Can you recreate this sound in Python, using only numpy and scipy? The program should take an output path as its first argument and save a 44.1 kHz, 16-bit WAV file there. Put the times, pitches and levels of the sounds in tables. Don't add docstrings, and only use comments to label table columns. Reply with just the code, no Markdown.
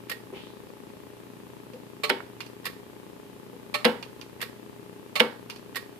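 import sys
import numpy as np
from scipy import signal
from scipy.fft import rfft, irfft, next_fast_len
from scipy.io import wavfile
from scipy.ndimage import map_coordinates

SR = 44100
rng = np.random.default_rng(int(sys.argv[2]) if len(sys.argv) > 2 else 0)


def wav_record(signal):
    frames = np.transpose(np.atleast_2d(signal))
    bounded = np.clip(frames, -1, 1)
    quanta = np.round(bounded * 32767).astype(np.int16)
    wavfile.write(sys.argv[1], SR, quanta)


N = 264159
TIME = np.arange(N) / SR
RING = np.arange(SR // 2) / SR

# landing_s, climb_s, snap_db, boom_db, front_panel_db, ping_hz, ping_db
KNOB_STEPS = [(2.0990, 0.065, -7, -26, -23.5, 1980, -15.5), (3.8503, .1105, -3, -12.5, -40.5, 4540, -39),
              (5.2019, .0476, -4, -16.5, -29, 2670, -8)]
# start_s, gap_s, click_db, moving_arm_db
MUTE_CLICKS = [(.0962, 0.019, -23, -45), (2.6543, .0105, -23, -36.5), (4.4146, .0103, -23, -34),
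               (5.7568, 0.0098, -23, -35.5)]
# start_s, boom_db, front_panel_db
CASE_NUDGES = [(.321, -46.5, -32.5), (1.735, -36.5, -58), (3.529, -44, -49)]


def amp(db):
    return 10 ** (np.asarray(db) / 20)


def unit(x):
    return x / np.sqrt(np.mean(x ** 2) + 1e-20)


def along(points, hz):
    pitches, values = np.transpose(points)
    return np.interp(np.log(hz + 1), np.log(pitches + 1), values)


def wobble(rate):
    return map_coordinates(rng.standard_normal(int(N * rate / SR) + 4), [TIME * rate])


def filtered(x, response):
    size = x.shape[-1]
    padded = next_fast_len(size + SR // 2)
    return irfft(rfft(x, padded) * response(np.fft.rfftfreq(padded, 1 / SR)), padded)[..., :size]


def coloured(x, db_of_hz, size=2048):
    gain = np.maximum(amp(db_of_hz(np.fft.rfftfreq(size, 1 / SR))), 1e-6)
    cepstrum = irfft(np.log(gain))
    cepstrum[..., 1:size // 2] *= 2
    cepstrum[..., size // 2 + 1:] = 0
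    impulse = np.atleast_2d(irfft(np.exp(rfft(cepstrum))))
    return signal.fftconvolve(x, impulse, axes=1)[:, :x.shape[1]]


def fade(t60):
    return np.exp(-np.log(1000) * RING / t60)


def add(track, start_s, sound):
    part = track[:, round(start_s * SR):][:, :sound.shape[1]]
    part += sound[:, :part.shape[1]]


def noise(spectrum, top_hz=14700):
    # pitch_hz, likeness (0 to 1)
    likeness = [(40, 0.37), (120, 0.46), (400, 0.44), (1000, 0.041), (3000, 0.017), (10000, 0.01)]
    angle = lambda hz: np.arccos(np.clip(along(likeness, hz), -1, 1)) / 2
    shares = lambda hz: [np.cos(angle(hz)), np.sin(angle(hz))]
    colour = lambda hz: amp(along(spectrum, hz)) * (hz < top_hz) * shares(hz)
    mid, side = filtered(rng.standard_normal((2, N)), colour)
    return unit(np.array([mid + side, mid - side]))


def background(air_db=-50.0, hiss_db=-57.5, waver_db=1):
    # pitch_hz, level_db
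    air_tone = [(25, -41), (55, -11), (95, -8.5), (150, -5), (200, 0), (300, -1.5), (430, -4.5), (560, -8),
                (720, -12), (1000, -14.5), (1300, -17.5), (2000, -33.5)]
    hiss_tone = [(700, -30), (1400, 1), (2800, 1), (4300, -4.5), (6000, -9.5), (9000, -8.5), (14600, -8)]
    # pitch_hz, level_db
    hum_notes = [(60, -102), (119.8, -59), (178, -65), (274.5, -63.5), (410.5, -55.5), (862, -65.5)]
    whine_notes = [(3822, -83), (10218, -84), (13523, -85)]

    def note(hz, db, drift):
        level = amp(db + waver_db * wobble(3.827)) * np.sqrt(2)
        return level * np.sin(2 * np.pi * hz * TIME + drift * wobble(4.4))

    hum = sum(note(hz, db, drift=hz / 450) for hz, db in hum_notes)
    whine = sum(note(hz, db, drift=.8) for hz, db in whine_notes)
    return amp(air_db) * noise(air_tone) + amp(hiss_db) * noise(hiss_tone) + hum + whine


def putter(level_db=-27, rate_hz=30.048, width_s=0.001402, low_hz=200, high_hz=1800, right_gain=-0.075):
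    since_pulse = (TIME - 1.0353) % (1 / rate_hz)
    pulses = (since_pulse < width_s) * amp(level_db + .9 * wobble(20))

    def input_filter(hz):
        gentle_bass_cut = 1j * hz / (low_hz + 1j * hz)
        steep_bass_cut = -hz ** 2 / (low_hz ** 2 - hz ** 2 + np.sqrt(2) * 1j * hz * low_hz)
        treble_cut = 1 / (1 + 1j * hz / high_hz) ** 2
        return gentle_bass_cut * steep_bass_cut * treble_cut

    return np.outer([1, right_gain], filtered(pulses, input_filter))


def cloth_swish(level_db=-45, rise_s=0.049, fall_db_per_s=106, start_hz=2445, glide_hz_per_s=6000):
    track = np.zeros((2, N))
    fall = amp(level_db - fall_db_per_s * np.maximum(RING - rise_s, 0))
    envelope = np.minimum(RING / rise_s, 1) * fall
    centre_hz = start_hz + glide_hz_per_s * RING
    low_noise = filtered(rng.standard_normal((2, len(RING))), lambda hz: 1 / (1 + (hz / 850) ** 2))
    swish = unit(low_noise * np.cos(2 * np.pi * np.cumsum(centre_hz) / SR))
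    add(track, CASE_NUDGES[0][0], envelope * swish)
    return track


def room_echo():
    # pitch_hz, t60_s
    echo_times = [(200, 0.71), (1000, 0.47), (3000, 0.3), (6000, 0.37), (14000, 0.31)]
    hz, t, bands = signal.stft(rng.standard_normal((2, len(RING))), SR, nperseg=256)
    decay = np.exp(-np.log(1000) * t / along(echo_times, hz)[:, None])
    tail = signal.istft(bands * decay, SR, nperseg=256)[1][:, :len(RING)]
    return unit(tail * (1 - fade(0.039)))


def ringing(notes, t60, spread, scatter=0, damping=0.26):
    sound = np.zeros((2, len(RING)))
    for k, (hz, db) in enumerate(notes):
        phase = np.pi * k + scatter * rng.standard_normal()
        phase = phase + spread * rng.standard_normal((2, 1))
        decay = fade(t60 * (notes[0][0] / hz) ** damping)
        sound += amp(db + rng.normal(0, 1)) * np.sin(2 * np.pi * hz * RING + phase) * decay
    return unit(sound)


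def contacts(hits, tone, notes, level_db, crack_db, crack_t60, rattle_t60, swell_s, rattle_treble_db,
             ring_db, ring_t60, room_db):
    # pitch_hz, level_db
    right_lead = [(250, 15), (500, -9), (1000, 0.5), (2000, 8.5), (4000, 8.5), (8000, 2.5), (13000, 2)]
    track = np.zeros((2, N))
    treble = lambda hz: 1 / (1 + (3900 / (hz + 1)) ** 8)
    for start_s, db, treble_db in hits:
        grit = rng.standard_normal(len(RING)) + 1.35 * rng.standard_normal((2, len(RING)))
        crack = unit(grit * fade(crack_t60) * (1 - fade(0.0016)))
        rattle = unit(rng.standard_normal((2, len(RING))) * fade(rattle_t60) * (1 - fade(swell_s)))
        tail = coloured(rattle + amp(room_db) * room_echo(), lambda hz: rattle_treble_db * treble(hz))
        click = coloured(amp(crack_db) * crack + tail, lambda hz: along(tone, hz) + treble_db * treble(hz))
        ring = ringing(notes, ring_t60, spread=0.55, scatter=np.pi) * (1 - fade(0.017))
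        add(track, start_s, amp(db + level_db) * (unit(click) + amp(ring_db) * ring))
    return coloured(track, lambda hz: np.outer([-.5, .5], along(right_lead, hz)))


def case_boom(level_db=-19, base_db=-5, thud_db=-8, thud_t60=0.32, lag_s=.0015, swell_s=0.018):
    # pitch_hz, level_db
    base_notes = [(226, -10), (252, -15)]
    lid_notes = [(450, -35), (482, 2), (514, -3.5), (545, -49)]
    front_notes = [(275, 3), (360, 0.5), (391, 10.5), (425, -10.5), (520, 0)]
    # pitch_hz, level_db
    thud_tone = [(30, -22), (120, -10), (200, 0), (450, 9), (650, -0.5), (900, 4), (2000, -29)]
    sheets = [(base_notes, 0.21), (lid_notes, 0.22), (front_notes, 0.25)]  # notes, t60_s
    blows = [(s, boom_db, front_db) for s, _, _, boom_db, front_db, _, _ in KNOB_STEPS]
    blows += [(s + gap_s / 2, db - 19.5, db - 30) for s, gap_s, db, _ in MUTE_CLICKS]
    track = np.zeros((2, N))
    rise = 1 - fade(swell_s)
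    for start_s, boom_db, front_db in blows + CASE_NUDGES:
        gains = amp([boom_db + base_db, boom_db, front_db])
        boom = sum(gain * unit(ringing(notes, t60, spread=0.37) * rise)
                   for gain, (notes, t60) in zip(gains, sheets))
        burst = rng.standard_normal((1, len(RING))) * fade(thud_t60) * rise
        thud = np.linalg.norm(gains) * unit(coloured(burst, lambda hz: along(thud_tone, hz)))
        add(track, start_s + lag_s, amp(level_db) * (boom + amp(thud_db) * thud))
    return track * amp([[1], [-1]])


def relays(arm_lead_s=0.01):
    # start_s, level_db, treble_db
    tick_hits = [(.688, -50, -6), (.892, -52, -9), (1.734, -43.5, -9), (2.4045, -25.5, -11.5),
                 (2.463, -41, -1), (4.0265, -29.5, -10), (4.213, -34.5, -6.5), (5.4985, -26.5, -9),
                 (5.560, -39, -2)]
    # pitch_hz, level_db
    mute_tone = [(290, -37), (500, -13), (696, -16.5), (1120, -10), (1560, -9.5), (1850, 0), (2100, -8),
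                 (3280, -10), (3580, -10.5), (5280, -14.5), (5670, -24), (14200, -17.5), (15500, -36)]
    mute_notes = [(1114, -54), (1340, -57), (1880, -45), (2363, -55), (2735, -53), (3553, -55), (4447, -55)]
    tick_tone = [(530, -51), (900, 0.5), (1690, -5), (2720, 0), (3710, -3), (4550, 3.5), (7680, -9.5),
                 (13100, -8), (14600, -11), (15500, -67)]
    tick_notes = [(1873, -62), (2460, -51.5), (2789, -52), (3494, -56), (3881, -69), (4382, -56)]
    clicks = []  # start_s, level_db, treble_db
    for s, gap_s, db, arm_db in MUTE_CLICKS:
        clicks += [(s - arm_lead_s, arm_db, -7), (s, db, 2.5), (s + gap_s, db, -2.5)]
    mute = contacts(clicks, mute_tone, mute_notes, level_db=-25, crack_db=-5, crack_t60=0.012,
                    rattle_t60=0.062, swell_s=0.0095, rattle_treble_db=2.5,
                    ring_db=-5.5, ring_t60=0.14, room_db=-9.5)
    ticks = contacts(tick_hits, tick_tone, tick_notes, level_db=-26.5, crack_db=-1.5, crack_t60=0.0087,
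                     rattle_t60=0.083, swell_s=0.01, rattle_treble_db=2,
                     ring_db=-2, ring_t60=0.065, room_db=-5.5)
    return mute + ticks


def ping(pitch_hz, t60=0.011, width=0.4, pan_db=3):
    band = lambda hz: 1 / (1 + ((hz / pitch_hz - 1) / width) ** 4)
    grit = filtered(rng.standard_normal((2, len(RING))), band)
    return unit(grit * fade(t60) * (1 - fade(0.0045))) * amp([[-pan_db], [pan_db]])


def knob(ping_gain_db=-25, crest_lead_s=.0047):
    # delay_s, level_db, treble_db
    catches = [(0, -15.5, 3), (.0055, -17.5, 0), (.013, -28, 9.5)]
    # start_s, ping_hz, ping_db
    brief_pings = [(2.204, 1730, -32), (4.213, 4200, -40)]
    # pitch_hz, level_db
    ramp_tone = [(120, -42), (200, -11.5), (618, -9), (842, 1.5), (974, -12), (1110, 5.5), (1540, -10.5),
                 (2290, 1), (3300, -7.5), (4180, -8.5), (5700, -26), (9660, -26), (12700, -30),
                 (14200, -24), (15500, -44)]
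    ramp_notes = [(436, -37.5), (592, -39.5), (1114, -36), (1290, -43), (1820, -41), (2353, -46),
                  (2767, -42), (3095, -44), (4274, -34)]
    notch_tone = [(350, -52), (600, 0.5), (746, -9), (915, 4.5), (1060, -10.5), (1560, 2), (2220, -3),
                  (2570, -5), (3160, -1.5), (5150, -9), (6230, -26), (10700, -19), (14500, -29),
                  (15500, -34)]
    panel_notes = [(813, -41.5), (915, -38), (985, -40.5), (1077, -37), (1168, -39), (1346, -37),
                   (1523, -41), (1610, -54), (1787, -51), (1965, -40), (2215, -35.5), (2358, -49),
                   (2562, -47), (2751, -42), (2950, -36), (3100, -50), (3203, -53), (3311, -45),
                   (3420, -46.5)]
    climbs, snaps = [], []  # start_s, level_db, treble_db
    pings = np.zeros((2, N))
    for s, climb_s, snap_db, _, _, ping_hz, ping_db in KNOB_STEPS:
        climbs += [(s - climb_s + delay_s, db, treble_db) for delay_s, db, treble_db in catches]
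        snaps += [(s - crest_lead_s, snap_db - 5, 4), (s, snap_db, 5.5)]
        add(pings, s, amp(ping_gain_db + ping_db) * ping(ping_hz))
    for s, ping_hz, ping_db in brief_pings:
        add(pings, s, amp(ping_gain_db + ping_db) * ping(ping_hz))
    climb = contacts(climbs, ramp_tone, ramp_notes, level_db=-26, crack_db=-22.5, crack_t60=0.045,
                     rattle_t60=0.048, swell_s=0.048, rattle_treble_db=6,
                     ring_db=-4.5, ring_t60=0.25, room_db=-8.0)
    snap = contacts(snaps, notch_tone, panel_notes, level_db=-30.0, crack_db=-3, crack_t60=0.018,
                    rattle_t60=0.057, swell_s=0.024, rattle_treble_db=-11.5,
                    ring_db=-8.5, ring_t60=0.29, room_db=-7.5)
    return climb + snap + pings


def scene():
    return knob() + relays() + case_boom() + cloth_swish() + background() + putter()


def record(dry):
    top_hz = 15600
    return filtered(np.clip(dry, -.9, .9), lambda hz: 1 / np.sqrt(1 + (hz / top_hz) ** 120))


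dry = scene()
out = record(dry)
wav_record(out)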